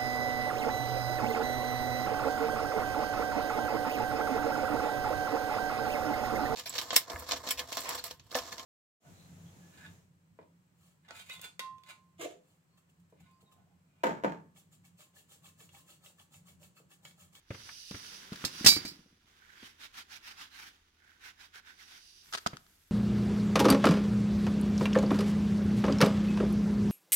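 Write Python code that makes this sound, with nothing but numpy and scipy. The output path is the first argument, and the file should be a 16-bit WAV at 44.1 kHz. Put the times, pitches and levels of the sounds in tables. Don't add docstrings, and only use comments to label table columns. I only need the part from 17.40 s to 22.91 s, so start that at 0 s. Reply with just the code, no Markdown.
import sys
import numpy as np
from scipy import signal
from scipy.fft import rfft, irfft, next_fast_len
from scipy.io import wavfile
from scipy.ndimage import uniform_filter1d, map_coordinates

SR = 44100
rng = np.random.default_rng(int(sys.argv[2]) if len(sys.argv) > 2 else 0)


def log_audio(samples):
    frames = np.atleast_2d(samples).T
    limited = np.clip(frames, -1, 1)
    pcm = np.round(limited * 32767).astype(np.int16)
    wavfile.write(sys.argv[1], SR, pcm)


N = 242991

# (time [s], clash [dB], ring [dB], chatter [s], ring time [ratio], pitch [ratio])
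STEEL_CONTACTS = [(1.0485, -28, -32, .004, .3, 1.04), (1.2465, -26, -35, .003, .2, 1),
                  (1.2615, -11.5, -14.5, .012, .8, 1.14), (1.28, -19.5, -14.5, .011, 1.25, 1),
                  (1.37, -44, -32, .002, .4, 1), (1.4505, -44, -37, .002, .7, 1.025),
                  (1.477, -50, -39, .005, .7, 1.025)]
# (time [s], thud [dB], bounce pitch [Hz], clack [dB])
CLOTH_KNOCKS = [(0.105, -31, 116, -42), (0.107, -36, 546, -48.5), (0.145, -43, 102, -45.5),
                (0.29, -69, 159, -42.5), (0.51, -34.5, 187, -46), (0.544, -35, 90, -43),
                (0.92, -31.5, 190, -49.5), (1.04, -26, 167, -33.5), (1.209, -37.5, 210, -59.5),
                (1.2446, -24.5, 212, -31), (1.26, -22, 124, -19.5), (1.284, -30.5, 235, -37),
                (1.364, -28, 314, -38), (1.449, -34, 233, -43), (2.228, -44, 246, -51)]
# (time [s], ring [dB], thud [dB], bounce pitch [Hz])
FLOOR_KNOCKS = [(4.949, -29.5, -50, 230), (5.062, -21, -28, 192), (5.132, -43, -35.5, 149)]
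# (time [s], level [dB], length [s])
GRIT_SCRAPES = [(0.51, -42, 0.00266), (.929, -45, 0.0043), (0.958, -38, 0.00085), (4.156, -48.5, 0.0013),
                (4.925, -36, .003), (4.934, -34, 0.021), (4.972, -39, 0.015), (5.062, -33, 0.011),
                (5.169, -45, 0.00082), (5.265, -56.5, .001)]
# (time of top speed [s], length [s], friction [dB], rasp [dB])
RUB_STROKES = [(2.158, 0.415, -66, -60), (2.263, 0.244, -52.5, -67.5), (2.44, .135, -47, -70),
               (2.592, .135, -44.5, -71), (2.748, .14, -46, -68), (2.893, 0.17, -46, -66),
               (3.029, 0.16, -47, -61.5), (3.227, .31, -49, -70.5), (3.706, 0.27, -73, -64.5),
               (3.873, 0.162, -51.5, -57), (4.034, 0.14, -52.5, -59), (4.174, .11, -51, -55),
               (4.299, 0.143, -56, -56), (4.424, 0.13, -55.5, -65), (4.547, 0.23, -53, -65)]
# (start [s], end [s], level [dB])
PART_DRAGS = [(.1, .25, -55.5), (.51, .88, -53), (.88, 1.44, -50), (1.85, 3.35, -66), (3.6, 4.58, -71),
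              (4.82, 5.12, -63.5)]
CLOTH_SLIDES = [(.07, .76, -49.5), (.8, 1.05, -53.5), (1.04, 1.25, -42.5), (1.44, 1.53, -57),
                (4.31, 4.79, -57)]
GRIT_SHIFTS = [(4.82, 4.98, -61), (5.1, 5.5, -70)]
# (frequency [Hz], level [dB], nominal t60 [s], left-right [dB])
BOLT_MODES = [(2293, -11, 0.22, 0), (2998, -24, 0.33, -2), (3760, -13, 0.22, -7), (4016, -5, 0.19, -4),
              (4265, -12, 0.25, -5), (4637, -6, 0.17, -11), (4679, 1, 0.17, -11), (4768, -4, 0.18, -11),
              (4934, -10, 0.25, -10), (5035, -16, 0.33, -8), (5330, -11, 0.26, -13), (5453, -11, 0.25, -14),
              (6202, -14, 0.24, 0), (6794, -14, 0.17, 0), (6918, -14, 0.17, 2), (7557, -24, 0.32, 2),
              (8043, -21, 0.23, 2), (8317, -21, 0.2, 0), (8909, -22, 0.22, 4), (9250, -19, 0.22, 9),
              (9458, -20, 0.22, 9), (10500, -25, 0.2, 1), (11311, -18, 0.22, 10), (11856, -18, 0.21, 10),
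              (12410, -20, 0.23, 11), (13394, -14, 0.2, 5), (14281, -25, 0.38, 3), (14708, -27, 0.37, 5),
              (15340, -23, 0.18, 8), (15665, -23, 0.18, 8)]
HEAVY_PART_MODES = [(676, -5, 0.043, 14), (777, -3.5, 0.025, -1), (980, -3.5, 0.036, 18),
                    (1082, -3.5, 0.04, 1), (1303, 6, 0.027, -9), (1500, -9, 0.038, -13),
                    (1960, -9, 0.026, -4)]
# (frequency [Hz], spectral density [dB])
CLASH_SPECTRUM = [(240, -39), (450, -20.5), (700, -14), (1000, -17), (1400, -17), (2200, -16.5), (3000, -8),
                  (4100, -1.5), (5350, -0.5), (6000, -5), (8300, -8.5), (11000, -16.5), (13400, -14),
                  (15800, -16.5)]
THUD_SPECTRUM = [(20, -28.5), (50, -16), (110, 1.5), (300, 0), (460, -8), (620, -11.5), (900, -25),
                 (2500, -53)]
CLACK_SPECTRUM = [(200, -21.5), (600, -13), (900, -4.5), (1400, -0.5), (2000, 0), (3200, -8.5),
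                  (6000, -23.5), (16000, -38)]
SCRAPE_SPECTRUM = [(240, -43), (400, -10.5), (481, -18.5), (1040, -15.5), (1160, -17), (1270, -1),
                   (2420, -16.5), (2870, -9.5), (4210, -8.5), (5470, -11.5), (15800, -33.5)]
RUB_SPECTRUM = [(100, -18.5), (280, -9.5), (540, -20), (850, -3.5), (1200, -3), (1500, 2), (2100, 2.5),
                (2500, 0), (3400, 0.5), (4200, -2.5), (5800, -4), (7800, -14.5), (9800, -15),
                (15800, -19.5)]
FIZZ_SPECTRUM = [(2000, -23), (6000, -1), (16000, -3)]
RASP_SPECTRUM = [(700, -17.5), (900, -11.5), (1200, -14.5), (1500, 9.5), (1900, 0), (2350, -3), (3000, -31),
                 (6000, -28.5)]
DRAG_SPECTRUM = [(88, -29), (150, -2.5), (438, -7), (599, -12.5), (1010, -4.5), (1280, -4), (1410, 0),
                 (2580, -5), (3600, -2.5), (4120, -8), (6580, -10), (7840, -17.5), (15800, -20.5)]
CLOTH_SPECTRUM = [(800, -30), (2200, -16), (2800, -6), (3250, -10), (3850, -5), (4300, -7), (4850, 1),
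                  (5300, -7), (5800, 1), (6350, -11), (8000, -20), (10550, -12), (11100, -21), (16000, -25)]
WHISPER_SPECTRUM = [(3000, -10), (7000, -4), (10800, -6), (11700, -0.5), (12700, -4.5), (16000, -12)]
ROOM_SPECTRUM = [(100, -1.5), (300, 0), (550, -2), (1500, -1.5), (5000, 2), (14000, -4.5)]
AIR_SPECTRUM = [(12, -33), (20, 7.5), (90, 1), (162, -8.5), (365, -6.5), (525, -22.5), (733, -14),
                (970, -17), (1650, -11.5), (4260, -17.5), (4760, -22.5), (6300, -27.5), (8320, -32),
                (14100, -34), (15800, -31.5)]
# (frequency [Hz], level [dB])
HUM_TONES = [(80.7, -77.5)]
# (frequency [Hz], t60 [s])
ROOM_DECAY = [(100, 0.787), (300, 0.85), (1000, 0.44), (4000, 0.31), (12000, 0.21)]
# (frequency [Hz], left-right [dB])
PORT_BALANCE = [(300, 0), (800, 5.5), (1200, 1.5), (1600, -5.5), (2200, -4.5), (2650, -1), (3500, -7),
                (4300, -8), (5200, -9), (6300, -4.5), (7600, -1.5), (9800, 6), (12000, 2.5), (16000, 4)]
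# (frequency [Hz], correlation [0-1])
PORT_LIKENESS = [(100, 1), (300, 0.92), (800, 0.27), (2000, 0.24), (6000, 0.12), (15000, .15)]

SETTLE_START_S, SETTLE_GAP_S, SETTLE_LOSS_DB = 1.32, 0.066, 3
STROKE_RISE = 0.57
BAND_LIMIT_HZ = 15850


def clinks():
    out, t = np.zeros((2, N)), np.arange(SR // 3) / SR
    next_contacts = [row[0] for row in STEEL_CONTACTS[1:]] + [N / SR]
    for (s, clash_db, ring_db, length, life, pitch), next_s in zip(STEEL_CONTACTS, next_contacts):
        chatter = unit(amp(2 * wobble(900, len(t)))) * burst(t, length, t60=.04, attack=.00067)
        cracks = chatter * port_noise(CLASH_SPECTRUM, len(t), lag_ms=.11)
        clash = amp(-1) * cracks + amp(9.5) * nuts(t, length, t60=.098, count=56)
        ringing = ring(BOLT_MODES, t, life, scatter_db=2, waver=.38, pitch=pitch, lag_ms=.115)
        undamped = burst(t, next_s - s, t60=.05, attack=.0023)
        add(out, s, amp(clash_db) * clash + amp(ring_db) * undamped * ringing)
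    return out


def nuts(t, length, t60, count):
    out = np.zeros((2, len(t)))
    for k, (detune, when, life, left_phase) in enumerate(rng.random((count, 4))):
        hz = 1500 + 14000 * (k + detune) / count
        age = np.maximum(t - when * length, 0)
        tone = np.sin(2 * np.pi * (hz * age + np.array([[left_phase], [0]])))
        envelope = burst(age, 0, t60 * (.5 + life), attack=.0002)
        out += amp(along(CLASH_SPECTRUM, hz)) * pan(along(PORT_BALANCE, hz)) * tone * envelope
    return out / np.sqrt(count)


def ring(modes, t, life, scatter_db, waver, lag_ms, pitch=1.0):
    out = np.zeros((2, len(t)))
    port_time = t - np.array([[lag_ms / 1000], [0]])
    for hz, db, t60, side_db in modes:
        cycles = hz * pitch * port_time + rng.random() + .087 * rng.standard_normal((2, 1))
        phase = 2 * np.pi * cycles + waver * wobble(130, len(t))
        level_db = db + scatter_db * wobble(50, len(t)) - 60 * t / (t60 * life)
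        out += pan(side_db) * amp(level_db) * np.sin(phase)
    return out


def knock(db, hz, clack_db):
    t = np.arange(SR // 4) / SR
    bounce = np.cos(2 * np.pi * hz * t) * burst(t, 0, t60=.044, attack=.0011)
    thud = port_noise(THUD_SPECTRUM, len(t), shade=.4) * burst(t, 0, t60=.096, attack=.0013)
    clack = port_noise(CLACK_SPECTRUM, len(t), shade=.2) * burst(t, 0, t60=.082, attack=.00051)
    return amp(db + 2) * bounce + amp(db - 8) * thud + amp(clack_db - .5) * clack


def cloth_knocks():
    out = np.zeros((2, N))
    for s, db, hz, clack_db in CLOTH_KNOCKS:
        add(out, s, knock(db, hz, clack_db))
    for k, (late, detune) in enumerate(rng.uniform(-.96, 1, size=(9, 2))):
        s = SETTLE_START_S + SETTLE_GAP_S * k * (1 + .03 * late)
        loss_db = SETTLE_LOSS_DB * k
        add(out, s, knock(db=-40 - loss_db, hz=190 * np.exp(.2 * detune), clack_db=-35 - 3 * loss_db))
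    return out


def floor_knocks():
    out, t = np.zeros((2, N)), np.arange(SR // 4) / SR
    onset = 1 - np.exp(-t / .00015)
    for s, ring_db, thud_db, hz in FLOOR_KNOCKS:
        ringing = onset * ring(HEAVY_PART_MODES, t, life=.93, scatter_db=2, waver=.41, lag_ms=-.29)
        add(out, s, amp(ring_db - 3) * ringing + knock(thud_db, hz, clack_db=thud_db - 12))
    return out


def scrapes():
    out, t = np.zeros((2, N)), np.arange(SR // 8) / SR
    for s, db, length in GRIT_SCRAPES:
        grain = unit(amp(4 * wobble(1200, len(t))))
        cracks = grain * port_noise(SCRAPE_SPECTRUM, len(t), shade=-.17, lag_ms=-.18)
        add(out, s, amp(db) * cracks * burst(t, length, t60=.02533, attack=.0003))
    return out


def rubbing():
    friction_power, fizz_power = np.zeros(N), np.zeros(N)
    for fastest, length, db, _ in RUB_STROKES:
        speed = stroke_speed(fastest, length)
        friction_power += amp(db) ** 2 * speed ** 4.64
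        fizz_power += amp(db) ** 2 * speed ** 6
    grain = unit(amp(.58 * wobble(700, N) + 1.7 * wobble(60, N)))
    friction = shifting_colour(port_noise(RUB_SPECTRUM, N, shade=.96, lag_ms=.34), depth_db=2.5)
    fizz = amp(-18.5) * port_noise(FIZZ_SPECTRUM, N)
    return grain * (np.sqrt(friction_power) * friction + np.sqrt(fizz_power) * fizz)


def stroke_speed(fastest, length):
    times = fastest + length * np.array([-STROKE_RISE, 0, 1 - STROKE_RISE])
    return np.sin(np.pi / 2 * np.interp(np.arange(N) / SR, times, [0, 1, 0]))


def shifting_colour(x, depth_db):
    spectra = signal.stft(x, nperseg=512)[2]
    patches = uniform_filter1d(rng.standard_normal(spectra.shape), 4, axis=1)
    patches = uniform_filter1d(patches, 16, axis=2)
    return unit(signal.istft(spectra * amp(depth_db * unit(patches)), nperseg=512)[1][:, :N])


def rasping():
    power = sum(amp(db) ** 2 * stroke_speed(fastest, length) ** 2.96
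                for fastest, length, _, db in RUB_STROKES)
    grain = unit(amp(2.9 * wobble(400, N)))
    return np.sqrt(power) * grain * port_noise(RASP_SPECTRUM, N, shade=2.2, lag_ms=.31)


def sliding():
    drag_gain = np.hypot(movements(PART_DRAGS, attack=.026, t60=.53), amp(-72.5))
    cloth_gain = np.hypot(movements(CLOTH_SLIDES, attack=.16, t60=.63), amp(-81))
    grain = unit(amp(2.2 * wobble(800, N) + 1.4 * wobble(45, N)))
    drag = grain * port_noise(DRAG_SPECTRUM, N, shade=.9, lag_ms=.4)
    hiss = amp(.97 * wobble(30, N)) * port_noise(CLOTH_SPECTRUM, N, lag_ms=.63)
    return drag_gain * drag + cloth_gain * hiss


def grit_whisper():
    gain = movements(GRIT_SHIFTS, attack=.044, t60=.8)
    return gain * amp(1.1 * wobble(60, N)) * port_noise(WHISPER_SPECTRUM, N, shade=.55)


def room(x):
    hz, t, spectra = signal.stft(port_noise(ROOM_SPECTRUM, SR, shade=0), SR, nperseg=256)
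    decay = amp(-60 * t / along(ROOM_DECAY, hz)[:, None])
    tail = signal.istft(spectra * decay, SR, nperseg=256)[1]
    response = np.pad(tail, ((0, 0), (SR // 200, 0))) / np.linalg.norm(tail[0])
    return signal.fftconvolve(x, response, axes=1)[:, :N]


def room_tone():
    t = np.arange(N) / SR
    hum = sum(amp(db + 2) * np.sin(2 * np.pi * hz * t + .4 * wobble(1.3, N)) for hz, db in HUM_TONES)
    return amp(-75) * port_noise(AIR_SPECTRUM, N, shade=.3) + hum


def port_noise(spectrum, size, shade=1.0, lag_ms=0.0):
    m = next_fast_len(size)
    hz = np.fft.rfftfreq(m, 1 / SR)
    width = np.arccos(np.clip(along(PORT_LIKENESS, hz), -1, 1)) / 2
    mid, side = rfft(rng.standard_normal((2, m))) * [np.cos(width), np.sin(width)]
    delay = np.exp(-2j * np.pi * hz * lag_ms / 1000)
    pair = np.array([(mid + side) * delay, mid - side]) * pan(shade * along(PORT_BALANCE, hz))
    return unit(irfft(pair * amp(along(spectrum, hz)), m)[:, :size])


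def movements(rows, attack, t60):
    t = np.arange(N) / SR
    return np.max([amp(db) * burst(np.maximum(t - start, 0), end - start, t60, attack)
                   for start, end, db in rows], axis=0)


def burst(t, hold, t60, attack):
    return (1 - np.exp(-t / attack)) * amp(-60 * np.maximum(t - hold, 0) / t60)


def wobble(rate, size):
    return map_coordinates(rng.standard_normal(int(size * rate / SR) + 4), [np.arange(size) * rate / SR])


def amp(db):
    return 10 ** (np.asarray(db) / 20)


def unit(x):
    return x / np.sqrt(np.mean(x ** 2) + 1e-20)


def along(points, hz):
    frequencies, values = np.transpose(points)
    return np.interp(np.log(hz + 1), np.log(frequencies + 1), values)


def pan(db):
    gains = amp(np.array([[.5], [-.5]]) * db)
    return gains / np.sqrt(np.mean(gains ** 2, axis=0))


def add(track, s, sound):
    part = track[:, round(s * SR):][:, :sound.shape[1]]
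    part += sound[:, :part.shape[1]]


def scene():
    hits = cloth_knocks() + scrapes()
    steel = clinks()
    heavy_part = floor_knocks()
    friction = rubbing() + sliding() + rasping() + grit_whisper()
    reverb = room(amp(-18.5) * hits + amp(-19.5) * steel + amp(-24) * heavy_part + amp(-19) * friction)
    return hits + steel + heavy_part + friction + reverb + room_tone()


def record(dry):
    rounded = dry / (1 + np.abs(dry) ** 4) ** (1 / 4)
    m = next_fast_len(N + SR // 2)
    passband = np.fft.rfftfreq(m, 1 / SR) < BAND_LIMIT_HZ
    return irfft(rfft(rounded, m) * passband, m)[:, :N]


dry = scene()
out = record(dry)
log_audio(out)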